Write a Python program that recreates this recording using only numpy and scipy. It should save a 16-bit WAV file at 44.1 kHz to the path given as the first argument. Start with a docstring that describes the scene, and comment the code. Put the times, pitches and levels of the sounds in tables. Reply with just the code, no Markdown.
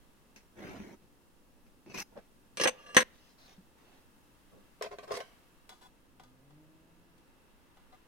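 """A scriber scratches two strokes along a steel square on a brass sheet lying on a wooden table.
The square is slid off and set down with a clatter, and a second hard clack follows. Three soft hisses swell.
The sheet is knocked, dragged off the table and fitted into tin snips; an engine rises faintly far away.
Contacts are bursts of dense resonance plus decaying modes; scrapes are random slips through such bursts.
The engine is four harmonics, the bump one decaying sine, the room shaped noise."""
import sys
import numpy as np
from scipy import signal
from scipy.fft import irfft, next_fast_len
from scipy.io import wavfile
from scipy.ndimage import uniform_filter1d

SR = 44100
rng = np.random.default_rng(int(sys.argv[2]) if len(sys.argv) > 2 else 0)


def master_out(mix):
    """Clip the mix to full scale and print it as 16-bit PCM to the path in sys.argv[1]."""
    frames = np.transpose(np.atleast_2d(mix))
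    ceiling = np.clip(frames, -1, 1)
    pcm = np.round(ceiling * 32767).astype(np.int16)
    wavfile.write(sys.argv[1], SR, pcm)


N = 355887
TIME = np.arange(N) / SR
RING_TIME = TIME[:SR // 2]

# left-right correlation of the sound field: (frequency [Hz], correlation [-1..1])
LIKENESS = [(30, -0.057), (130, 0.51), (300, 0.75), (600, 0.48), (1100, .15), (2200, 0.17), (5800, 0.015),
            (8300, .45), (12000, -0.41)]
# modes of the sheet lying flat: (frequency [Hz], mean level [dB], t60 [s], left-right [dB])
FLAT_SHEET = [(202.7, -2, 0.15, -2), (383, -8.5, 0.13, -4), (2595, -16.5, 0.061, 1), (2760, -19, 0.046, -2),
              (5150, -17.5, 0.1, 2), (6020, -6, 0.023, 14), (11500, -19, 0.082, 12)]
# dense resonances under slow rubbing: (frequency [Hz], relative density [dB per Hz])
SLOW_COLOUR = [(60, -26), (100, -0.5), (150, -29), (205, -0.5), (275, -4.5), (350, -4.5), (500, -10.5),
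               (730, -13), (900, -16), (2100, -5), (3400, -20.5), (5000, -26.5), (6400, -21), (7300, -33),
               (15500, -31)]


def from_db(db):
    """Decibels to gain."""
    return 10 ** (np.asarray(db) / 20)


def fade(t60_s):
    """A free decay of 60 dB in t60_s."""
    return np.exp(-np.log(1000) * RING_TIME / t60_s)


def in_time(rows):
    """The columns of a curve at every sample."""
    time_s, *columns = np.transpose(rows)
    return np.array([np.interp(TIME, time_s, column) for column in columns])


def at_hz(points, hz):
    """Read a table on a log-frequency axis."""
    known_hz, values = np.transpose(points)
    return np.interp(np.log(hz + 1), np.log(known_hz), values)


def during(rows):
    """True from the first to the last row of a curve."""
    return (TIME >= rows[0][0]) & (TIME <= rows[-1][0])


def correlation(hz):
    """Left-right correlation at a frequency."""
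    return np.clip(at_hz(LIKENESS, hz), -1, 1)


def noise(colour, size, lumps_db):
    """Stereo noise, rms 1, correlated by frequency; crowded resonances make its spectrum lumpy."""
    hz = np.arange(size // 2 + 1) * SR / size
    alike = correlation(hz)
    mid, side = np.exp(2j * np.pi * rng.random((2, len(hz))))
    pair = np.sqrt(1 + alike) * mid + np.sqrt(1 - alike) * side * [[1], [-1]]
    lump_hz = np.arange(0, SR / 2, 130)
    lumps = np.interp(hz, lump_hz, rng.standard_normal(len(lump_hz)))
    x = irfft(pair * from_db(at_hz(colour, hz) + lumps_db * lumps), size)
    return x / x.std()


def registers(x, size):
    """Low, middle and high part of a sound, each with rms 1 over its first size samples."""
    low_edge_hz, high_edge_hz = 900, 4000
    cuts = [(low_edge_hz, "low"), ([low_edge_hz, high_edge_hz], "band"), (high_edge_hz, "high")]
    parts = []
    for hz, kind in cuts:
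        sos = signal.butter(4, hz, kind, fs=SR, output="sos")
        parts.append(signal.sosfilt(sos, x + 1e-18))
    parts = np.array(parts)
    return parts / parts[..., :size].std(axis=(1, 2), keepdims=True)


def shares(level_db, bright_db, middle_db):
    """Low, middle and high register levels in dB: a brighter sound trades bass for treble."""
    return level_db + np.array([-bright_db, middle_db, bright_db])


def response(colour, modes, t60_s, modes_db, room_db, spread_db):
    """One contact: dense resonances die fast, the room lingers, each mode rings at its own strength."""
    room_t60_s = 0.63
    decay = np.hypot(fade(t60_s), from_db(room_db) * fade(room_t60_s))
    out = noise(colour, len(RING_TIME), spread_db) * decay
    for hz, level_db, mode_t60_s, pan_db in modes:
        varied_db = level_db + modes_db + .5 * spread_db * rng.normal()
        strength = from_db(varied_db + pan_db * np.array([[.5], [-.5]]))
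        apart = np.arccos(correlation(hz))   # left-right phase difference [rad]
        phase = 2 * np.pi * rng.random() + apart * np.array([[0], [1]])
        out = out + strength * np.sin(2 * np.pi * hz * RING_TIME + phase) * fade(mode_t60_s)
    return out


def blows(rows, colour, modes, t60_s, middle_db, modes_db, room_db, spread_db, carry_db, drops=()):
    """Single contacts: each scales the ringing before it by carry_db and rings on, through any level drops."""
    drop_s = 0.0023   # duration of a drop
    bass_cut_hz = 68   # small bodies radiate little below this
    bass_cut = signal.butter(2, bass_cut_hz, "high", fs=SR, output="sos")
    out = np.zeros((2, N + len(RING_TIME)))
    for start_s, level_db, bright_db in rows:
        body = response(colour, modes, t60_s, modes_db, room_db, spread_db)
        parts = registers(body, size=SR // 50)
        ring = np.tensordot(from_db(shares(level_db, bright_db, middle_db)), parts, 1)
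        for drop_at_s, change_db in drops:
            if drop_at_s > start_s:
                dropped = np.clip((start_s + RING_TIME - drop_at_s) / drop_s, 0, 1)
                ring = ring * from_db(change_db * dropped)
        ring = signal.sosfilt(bass_cut, ring)
        first = round(start_s * SR)
        span = slice(first, first + len(RING_TIME))
        out[:, span] = from_db(carry_db) * out[:, span] + ring
    return out[:, :N]


def strokes(rows, attack_s, release_s, middle_db, peak_at, treble_lag, ease_db):
    """Register gains of a stroke: attack, swell to a peak, easing off, release.
    peak_at and treble_lag are shares of the stroke; the bass peaks before the middle, the treble after."""
    out = np.zeros((3, N))
    peaks = peak_at + treble_lag * np.array([[-1], [0], [1]])
    for start_s, end_s, level_db, bright_db in rows:
        inside = (TIME > start_s) & (TIME < end_s + release_s)
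        t = TIME[inside]
        along = np.minimum((t - start_s) / (end_s - start_s), 1)
        attack = np.minimum((t - start_s) / attack_s, 1)
        release = np.exp(-np.log(1000) * np.maximum(t - end_s, 0) / release_s)
        eased_db = np.reshape(ease_db, (-1, 1)) * np.abs(along - peaks)
        levels_db = shares(level_db, bright_db, middle_db)[:, None] - eased_db
        out[:, inside] += attack * release * from_db(levels_db)
    return out


def scrape(gains, colour, modes, slips_per_s, grain_db, t60_s, modes_db, spread_db, count):
    """Random slips excite a body; each of count spots crossed rings a little differently."""
    inside = gains.any(0)
    size = inside.sum()
    sizes = from_db(grain_db * np.minimum(rng.exponential(1, N), 4)) * rng.choice([-1, 1], N)
    slips = (sizes * (rng.random(N) < slips_per_s / SR))[inside]
    spot = np.arange(size) * count // size
    rubbed = 0
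    for k in range(count):
        body = response(colour, modes, t60_s, modes_db, room_db=-23, spread_db=spread_db)
        rung = signal.fftconvolve([slips * (spot == k)], body / body.std(), axes=1)
        rubbed = rubbed + rung[:, :size]
    parts = registers(rubbed, size)
    # the gains, not the spot, set the loudness
    power = uniform_filter1d((parts ** 2).mean(1, keepdims=True), size=SR // 16)
    out = np.zeros((2, N))
    out[:, inside] = (parts / np.sqrt(power) * gains[:, None, inside]).sum(0)
    return out


def room_noise():
    """A steady low murmur of air under a faint, slowly varying hiss."""
    # spectrum of the air: (frequency [Hz], relative density [dB per Hz])
    air_colour = [(20, 3), (45, -2), (100, -6.5), (170, -5), (330, -8), (550, -13.5), (900, -18.5),
                  (1350, -15.5), (2000, -21), (2750, -21.5), (3600, -27), (7000, -29.5), (15800, -28)]
    # upper registers: (time [s], middle level before trim [dB], high level before trim [dB])
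    air_level = [(0, -75.5, -74), (1.4, -78, -75), (5.4, -73, -73), (6.1, -77, -76.5), (8.07, -73, -75.5)]
    murmur_before_trim_db, trim_db = -66.5, 2.41
    air = noise(air_colour, next_fast_len(N, True), lumps_db=1.56)[:, :N]
    low, middle, high = registers(air, N)
    middle_db, high_db = in_time(air_level)
    mix = from_db(murmur_before_trim_db) * low + from_db(middle_db) * middle + from_db(high_db) * high
    return from_db(trim_db) * mix


def engine():
    """Only the lowest orders of an accelerating engine pass the walls, each fluttering on its way."""
    # distant engine: (time [s], firing rate [Hz], level before order levels [dB])
    run = [(6.1, 121, -84), (6.28, 126, -66), (6.4, 131.8, -67), (6.58, 152.9, -61), (6.82, 159.9, -66.5),
           (7.0, 171.6, -72.5), (7.25, 164.4, -73)]
    # multiples 1, 2, 3... of the firing rate: (mean level [dB])
    orders_db = [-0.5, -0.5, -15, -12.5]
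    flutter_rms_db = 2.7
    firing_hz, level_db = in_time(run)
    cycles = np.cumsum(firing_hz) / SR
    out = np.zeros(N)
    for k, order_db in enumerate(orders_db, 1):
        flutter = uniform_filter1d(rng.standard_normal(N), size=SR // 20)
        gain = from_db(order_db + flutter_rms_db * flutter / flutter.std())
        out += gain * np.sin(2 * np.pi * k * cycles)
    return out * from_db(level_db) * during(run)


def bump():
    """A soft push wakes only the table's lowest mode."""
    start_s, mode_hz, t60_s = 3.58, 185, 0.082
    level_before_envelope_db, swell_s = -39.5, .006
    age = np.maximum(TIME - start_s, 0)
    swell = 1 - np.exp(-age / swell_s)
    decay = np.exp(-np.log(1000) * age / t60_s)
    return from_db(level_before_envelope_db) * swell * decay * np.sin(2 * np.pi * mode_hz * age)


def soft_hiss():
    """Three times soft noise swells and fades, with no modes."""
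    # swells: (start [s], end [s], level [dB], brightness [dB])
    swells = [(3.11, 3.32, -75.5, 5.5), (3.37, 3.53, -67, 1), (3.76, 3.99, -72, -4.5)]
    # spectrum of the hiss: (frequency [Hz], relative density [dB per Hz])
    hiss_colour = [(100, -10), (400, 2), (900, -4.5), (2200, -3), (6300, -13), (8000, -30), (15500, -21)]
    gains = strokes(swells, attack_s=0.025, release_s=0.22, middle_db=0.5,
                    peak_at=0.76, treble_lag=0.045, ease_db=3.5)
    return scrape(gains, hiss_colour, [], slips_per_s=5000, grain_db=2.5, t60_s=.012,
                  modes_db=0, spread_db=0, count=12)


def brass_sheet():
    """Fingers shift on the sheet; it knocks, drags over the wood and meets the jaws of the snips."""
    # grip shifts, short pulls off the table: (start [s], end [s], level [dB], brightness [dB])
    grip_rows, drag_rows = [(4.51, 4.6, -73.5, -15.5)], [(4.83, 4.873, -51.5, -8.5), (4.908, 4.94, -55, -11),
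                                          (5.022, 5.045, -57, -6), (5.07, 5.11, -55.5, -9.5),
                                          (5.112, 5.172, -44, -3), (5.172, 5.215, -57, -10.5)]
    # jaws slide on the sheet: (start [s], end [s], level before pan [dB], brightness [dB])
    jaw_rows = [(5.695, 5.735, -66.5, 0.5), (5.81, 5.868, -65.5, 1), (7.92, 7.95, -67.5, -5)]
    # sheet knocks on the table: (time [s], level before trim [dB], brightness [dB])
    knock_rows = [(2.174, -65, -9), (4.8108, -52.5, -16), (4.8235, -44.5, 0.5), (4.843, -53.5, -8),
                  (4.866, -59, -10.5), (4.914, -59, -12), (4.985, -53.5, -7.5), (5.107, -51.5, -15.5),
                  (5.203, -49.5, -4.5)]
    # snips touch the edge: (time [s], level before pan [dB], brightness [dB])
    tick_rows = [(5.692, -59.5, 3.5), (6.197, -64, -4), (6.235, -69, 1), (6.506, -75, -2.5), (7.18, -83, 7),
                 (7.771, -71.5, -3)]
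    # modes of lifted sheet: (frequency [Hz], mean level [dB], t60 [s], left-right [dB])
    lifted_sheet = [(417, -1.5, 0.12, 0.5), (514, -4, .07, -8), (652, -2.5, 0.083, 7),
                    (710, -10, 0.15, -6.5), (1054, -8, 0.1, 1), (1543, -13, 0.15, -9),
                    (2280, -43, 0.071, -1), (5250, -24, 0.037, 12)]
    # modes of snips: (frequency [Hz], mean level [dB], t60 [s], left-right before pan [dB])
    snips = [(754, -0.5, 0.13, 0), (996, -9, 0.19, 0.79), (1220, -8, 0.44, 1), (1470, -3.5, 0.15, 1.2),
             (2020, -9.5, 0.26, 0), (3406, -17, 0.25, 2), (3940, -21, 0.22, 1)]
    # dense resonances of sheet, snips: (frequency [Hz], relative density [dB per Hz])
    sheet_colour, snip_colour = [(90, -26), (270, -42), (420, -12.5), (720, -6), (860, -29), (1080, -7),
                                 (1300, -15.5), (2400, -11.5), (2900, -21.5), (4000, -22), (5800, -23),
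                                 (8000, -33), (11000, -32.5), (15500, -47)], [(150, -6), (500, 7), (900, 5), (1600, -1.5),
                                                       (2300, -7), (4500, -17), (8000, -25), (15500, -31)]
    knock_trim_db, snip_pan_db = -1.5, [[1.8], [.2]]

    shift = strokes(grip_rows, attack_s=0.026, release_s=.3, middle_db=-18,
                    peak_at=.4, treble_lag=0.26, ease_db=5)
    pulls = strokes(drag_rows, attack_s=0.0082, release_s=.09, middle_db=-0.5,
                    peak_at=0.57, treble_lag=.1, ease_db=3.5)
    push = strokes(jaw_rows, attack_s=0.0077, release_s=0.065, middle_db=1,
                   peak_at=.45, treble_lag=0.05, ease_db=0)
    grip = scrape(shift, SLOW_COLOUR, FLAT_SHEET, slips_per_s=1300, grain_db=0.5, t60_s=.04,
                  modes_db=-8, spread_db=1.5, count=2)
    knocks = blows(knock_rows, sheet_colour, lifted_sheet, t60_s=0.085, middle_db=3.5,
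                   modes_db=0.5, room_db=-15.5, spread_db=5, carry_db=-14)
    drag = scrape(pulls, sheet_colour, lifted_sheet, slips_per_s=1000, grain_db=4.5, t60_s=0.08,
                  modes_db=1, spread_db=4.5, count=14)
    ticks = blows(tick_rows, snip_colour, snips, t60_s=0.077, middle_db=1.5,
                  modes_db=-5.5, room_db=-14.5, spread_db=1.5, carry_db=-8)
    jaws = scrape(push, snip_colour, snips, slips_per_s=2200, grain_db=2, t60_s=0.088,
                  modes_db=0, spread_db=6.5, count=2)
    return grip + from_db(knock_trim_db) * knocks + drag + (ticks + jaws) * from_db(snip_pan_db)


def steel_square():
    """The square slides off, rattles down blade first, is pushed along and falls with a hard clack."""
    # slides off the sheet, pushes over the table: (start [s], end [s], level [dB], brightness [dB])
    off_rows, push_rows = [(2.11, 2.15, -77, -15), (2.153, 2.195, -61, -14.5)], [(2.73, 2.775, -81, -19.5), (2.778, 2.85, -68.5, -3.5),
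                                               (2.86, 2.945, -62.5, -4)]
    # thin blade taps the table: (time [s], level [dB], brightness [dB])
    tap_rows = [(2.5712, -45, 2), (2.598, -37, -3), (2.613, -34, 1), (2.636, -32.5, 3), (2.9467, -43, 0)]
    # heavy stock lands: (time [s], level before trim [dB], brightness [dB])
    clack_rows = [(2.6545, -35.5, -9.5), (2.674, -36, 5), (2.9665, -22, 0), (3.004, -41, 6)]
    # landed stock presses the blade down: (time [s], level change [dB])
    pinned = [(2.654, -18)]
    # the ringing drops abruptly: (time [s], level change [dB])
    ring_drops = [(2.697, -9.5), (3.031, -19)]
    # modes of whole square, blade: (frequency [Hz], mean level [dB], t60 [s], left-right [dB])
    steel, blade = [(232, -17, .2, 1), (511, -7, 0.19, -1.5), (1075, -17.5, 0.14, 4),
                    (1626, -6, 0.11, -1.5), (1947, -5, .08, 2.5), (2050, -11, .08, -1.5),
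                    (2285, -16, .1, -2.5), (2640, -17, .1, -2), (2990, -19, 0.064, -2.5),
                    (4150, -22.5, 0.091, 3), (4340, -22, 0.071, 2.5), (6128, -8.5, 0.13, 8.5),
                    (6330, -19, .07, 4), (8300, -10, 0.098, 2), (8400, -18.5, 0.098, 3),
                    (10630, -26.5, .12, -2), (10840, -16, 0.095, 1.5), (12690, -33.5, .12, 0),
                    (13060, -27, .13, 2.5)], [(520, -4, .12, -3), (1180, -1, .14, -1), (1670, 1, .14, 1),
                                   (2800, 0, .11, -1), (3230, -8, .1, 0), (4100, -11, .11, 0),
                                   (4450, -11, .07, 0), (5325, -7, .12, 4), (5965, -6, .13, 3),
                                   (6130, -5, .1, 4), (8280, -10, .15, 2), (10230, -14, .13, -3),
                                   (10800, -18, .1, 2), (12950, -21, .1, 0)]
    # dense resonances of the table: (frequency [Hz], relative density [dB per Hz])
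    table_colour = [(60, -25.5), (130, -15.5), (200, -4.5), (380, -1.5), (550, 1), (800, -7.5), (1300, -4),
                    (2000, 0.5), (3200, -8.5), (4200, -15), (6400, -17), (7400, -29), (11000, -36),
                    (15500, -41.5)]
    clack_trim_db = -0.32

    pull = strokes(off_rows, attack_s=0.007, release_s=.06, middle_db=-3,
                   peak_at=0.71, treble_lag=0.13, ease_db=13)
    push = strokes(push_rows, attack_s=0.0045, release_s=0.15, middle_db=8.5,
                   peak_at=.3, treble_lag=.05, ease_db=1.5)
    off = scrape(pull, table_colour, FLAT_SHEET, slips_per_s=3600, grain_db=2.5, t60_s=0.042,
                 modes_db=-9.5, spread_db=3.0, count=3)
    slide = scrape(push, table_colour, blade, slips_per_s=3100, grain_db=2.5, t60_s=0.056,
                   modes_db=1.5, spread_db=1.5, count=4)
    taps = blows(tap_rows, table_colour, blade, t60_s=.17, middle_db=1.0, modes_db=-4,
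                 room_db=-19, spread_db=4.5, carry_db=-4, drops=[*pinned, *ring_drops])
    clacks = blows(clack_rows, table_colour, steel, t60_s=0.12, middle_db=7.0, modes_db=1.0,
                   room_db=-22, spread_db=4.0, carry_db=1.5, drops=ring_drops)
    return off + slide + taps + from_db(clack_trim_db) * clacks


def scriber():
    """The point touches down and cuts the brass, once slowly and once quickly, snagging here and there."""
    # slow cut, creep; light start, bite and flick: (start [s], end [s], level [dB], brightness [dB])
    slow_rows, quick_rows = [(.55, .943, -55, -8.5), (1.01, 1.045, -65, -10)], [(1.87, 1.9, -67, -17), (1.895, 1.945, -57.5, -6),
                                                  (1.941, 2.026, -44.5, -0.5)]
    # point touches down; snags in its groove: (time [s], level before trim [dB], brightness [dB])
    touch_rows, snag_rows = [(.361, -61, 0.5), (1.665, -76.5, -12.5), (1.862, -69.5, -15)], [(.694, -62.5, -6), (.778, -70, -5), (.8, -63, -18),
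                                              (2.002, -55, 12)]
    # dense resonances under quick contact: (frequency [Hz], relative density [dB per Hz])
    quick_colour = [(53, -46), (90, 2.5), (204, 0), (264, 5), (365, 3), (562, -6.5), (1050, -17),
                    (1190, -21.5), (2480, -11), (3360, -25.5), (6140, -5.5), (7140, -18), (11700, -20.5),
                    (15500, -20)]
    contact_trim_db = -1.6

    pull = strokes(slow_rows, attack_s=0.052, release_s=.07, middle_db=1.5,
                   peak_at=0.31, treble_lag=0.026, ease_db=[8, 18, 8])
    flick = strokes(quick_rows, attack_s=0.0036, release_s=.025, middle_db=4,
                    peak_at=0.53, treble_lag=0.35, ease_db=[16, 16, 11])
    slow = scrape(pull, SLOW_COLOUR, FLAT_SHEET, slips_per_s=2300, grain_db=1.5, t60_s=0.036,
                  modes_db=-12.5, spread_db=0.5, count=12)
    quick = scrape(flick, quick_colour, FLAT_SHEET, slips_per_s=2700, grain_db=3.0, t60_s=0.052,
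                   modes_db=-2.5, spread_db=2.0, count=8)
    touches = blows(touch_rows, quick_colour, FLAT_SHEET, t60_s=0.18, middle_db=4.5,
                    modes_db=5, room_db=-27, spread_db=0, carry_db=-6)
    snags = blows(snag_rows, quick_colour, FLAT_SHEET, t60_s=0.03, middle_db=2,
                  modes_db=4, room_db=-32, spread_db=1.0, carry_db=-6)
    return slow + quick + from_db(contact_trim_db) * (touches + snags)


def scene():
    """The work on the table, over soft hisses, the room and the distant engine."""
    background = room_noise() + engine()
    return background + bump() + soft_hiss() + brass_sheet() + steel_square() + scriber()


def record(dry):
    """Loud peaks are rounded and the top is cut."""
    ceiling, cutoff_hz = 1.3, 15900
    rounded = ceiling * np.tanh(dry / ceiling)
    top_cut = signal.ellip(10, .1, 80, cutoff_hz, fs=SR, output="sos")
    return signal.sosfilt(top_cut, rounded)


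dry = scene()
out = record(dry)
master_out(out)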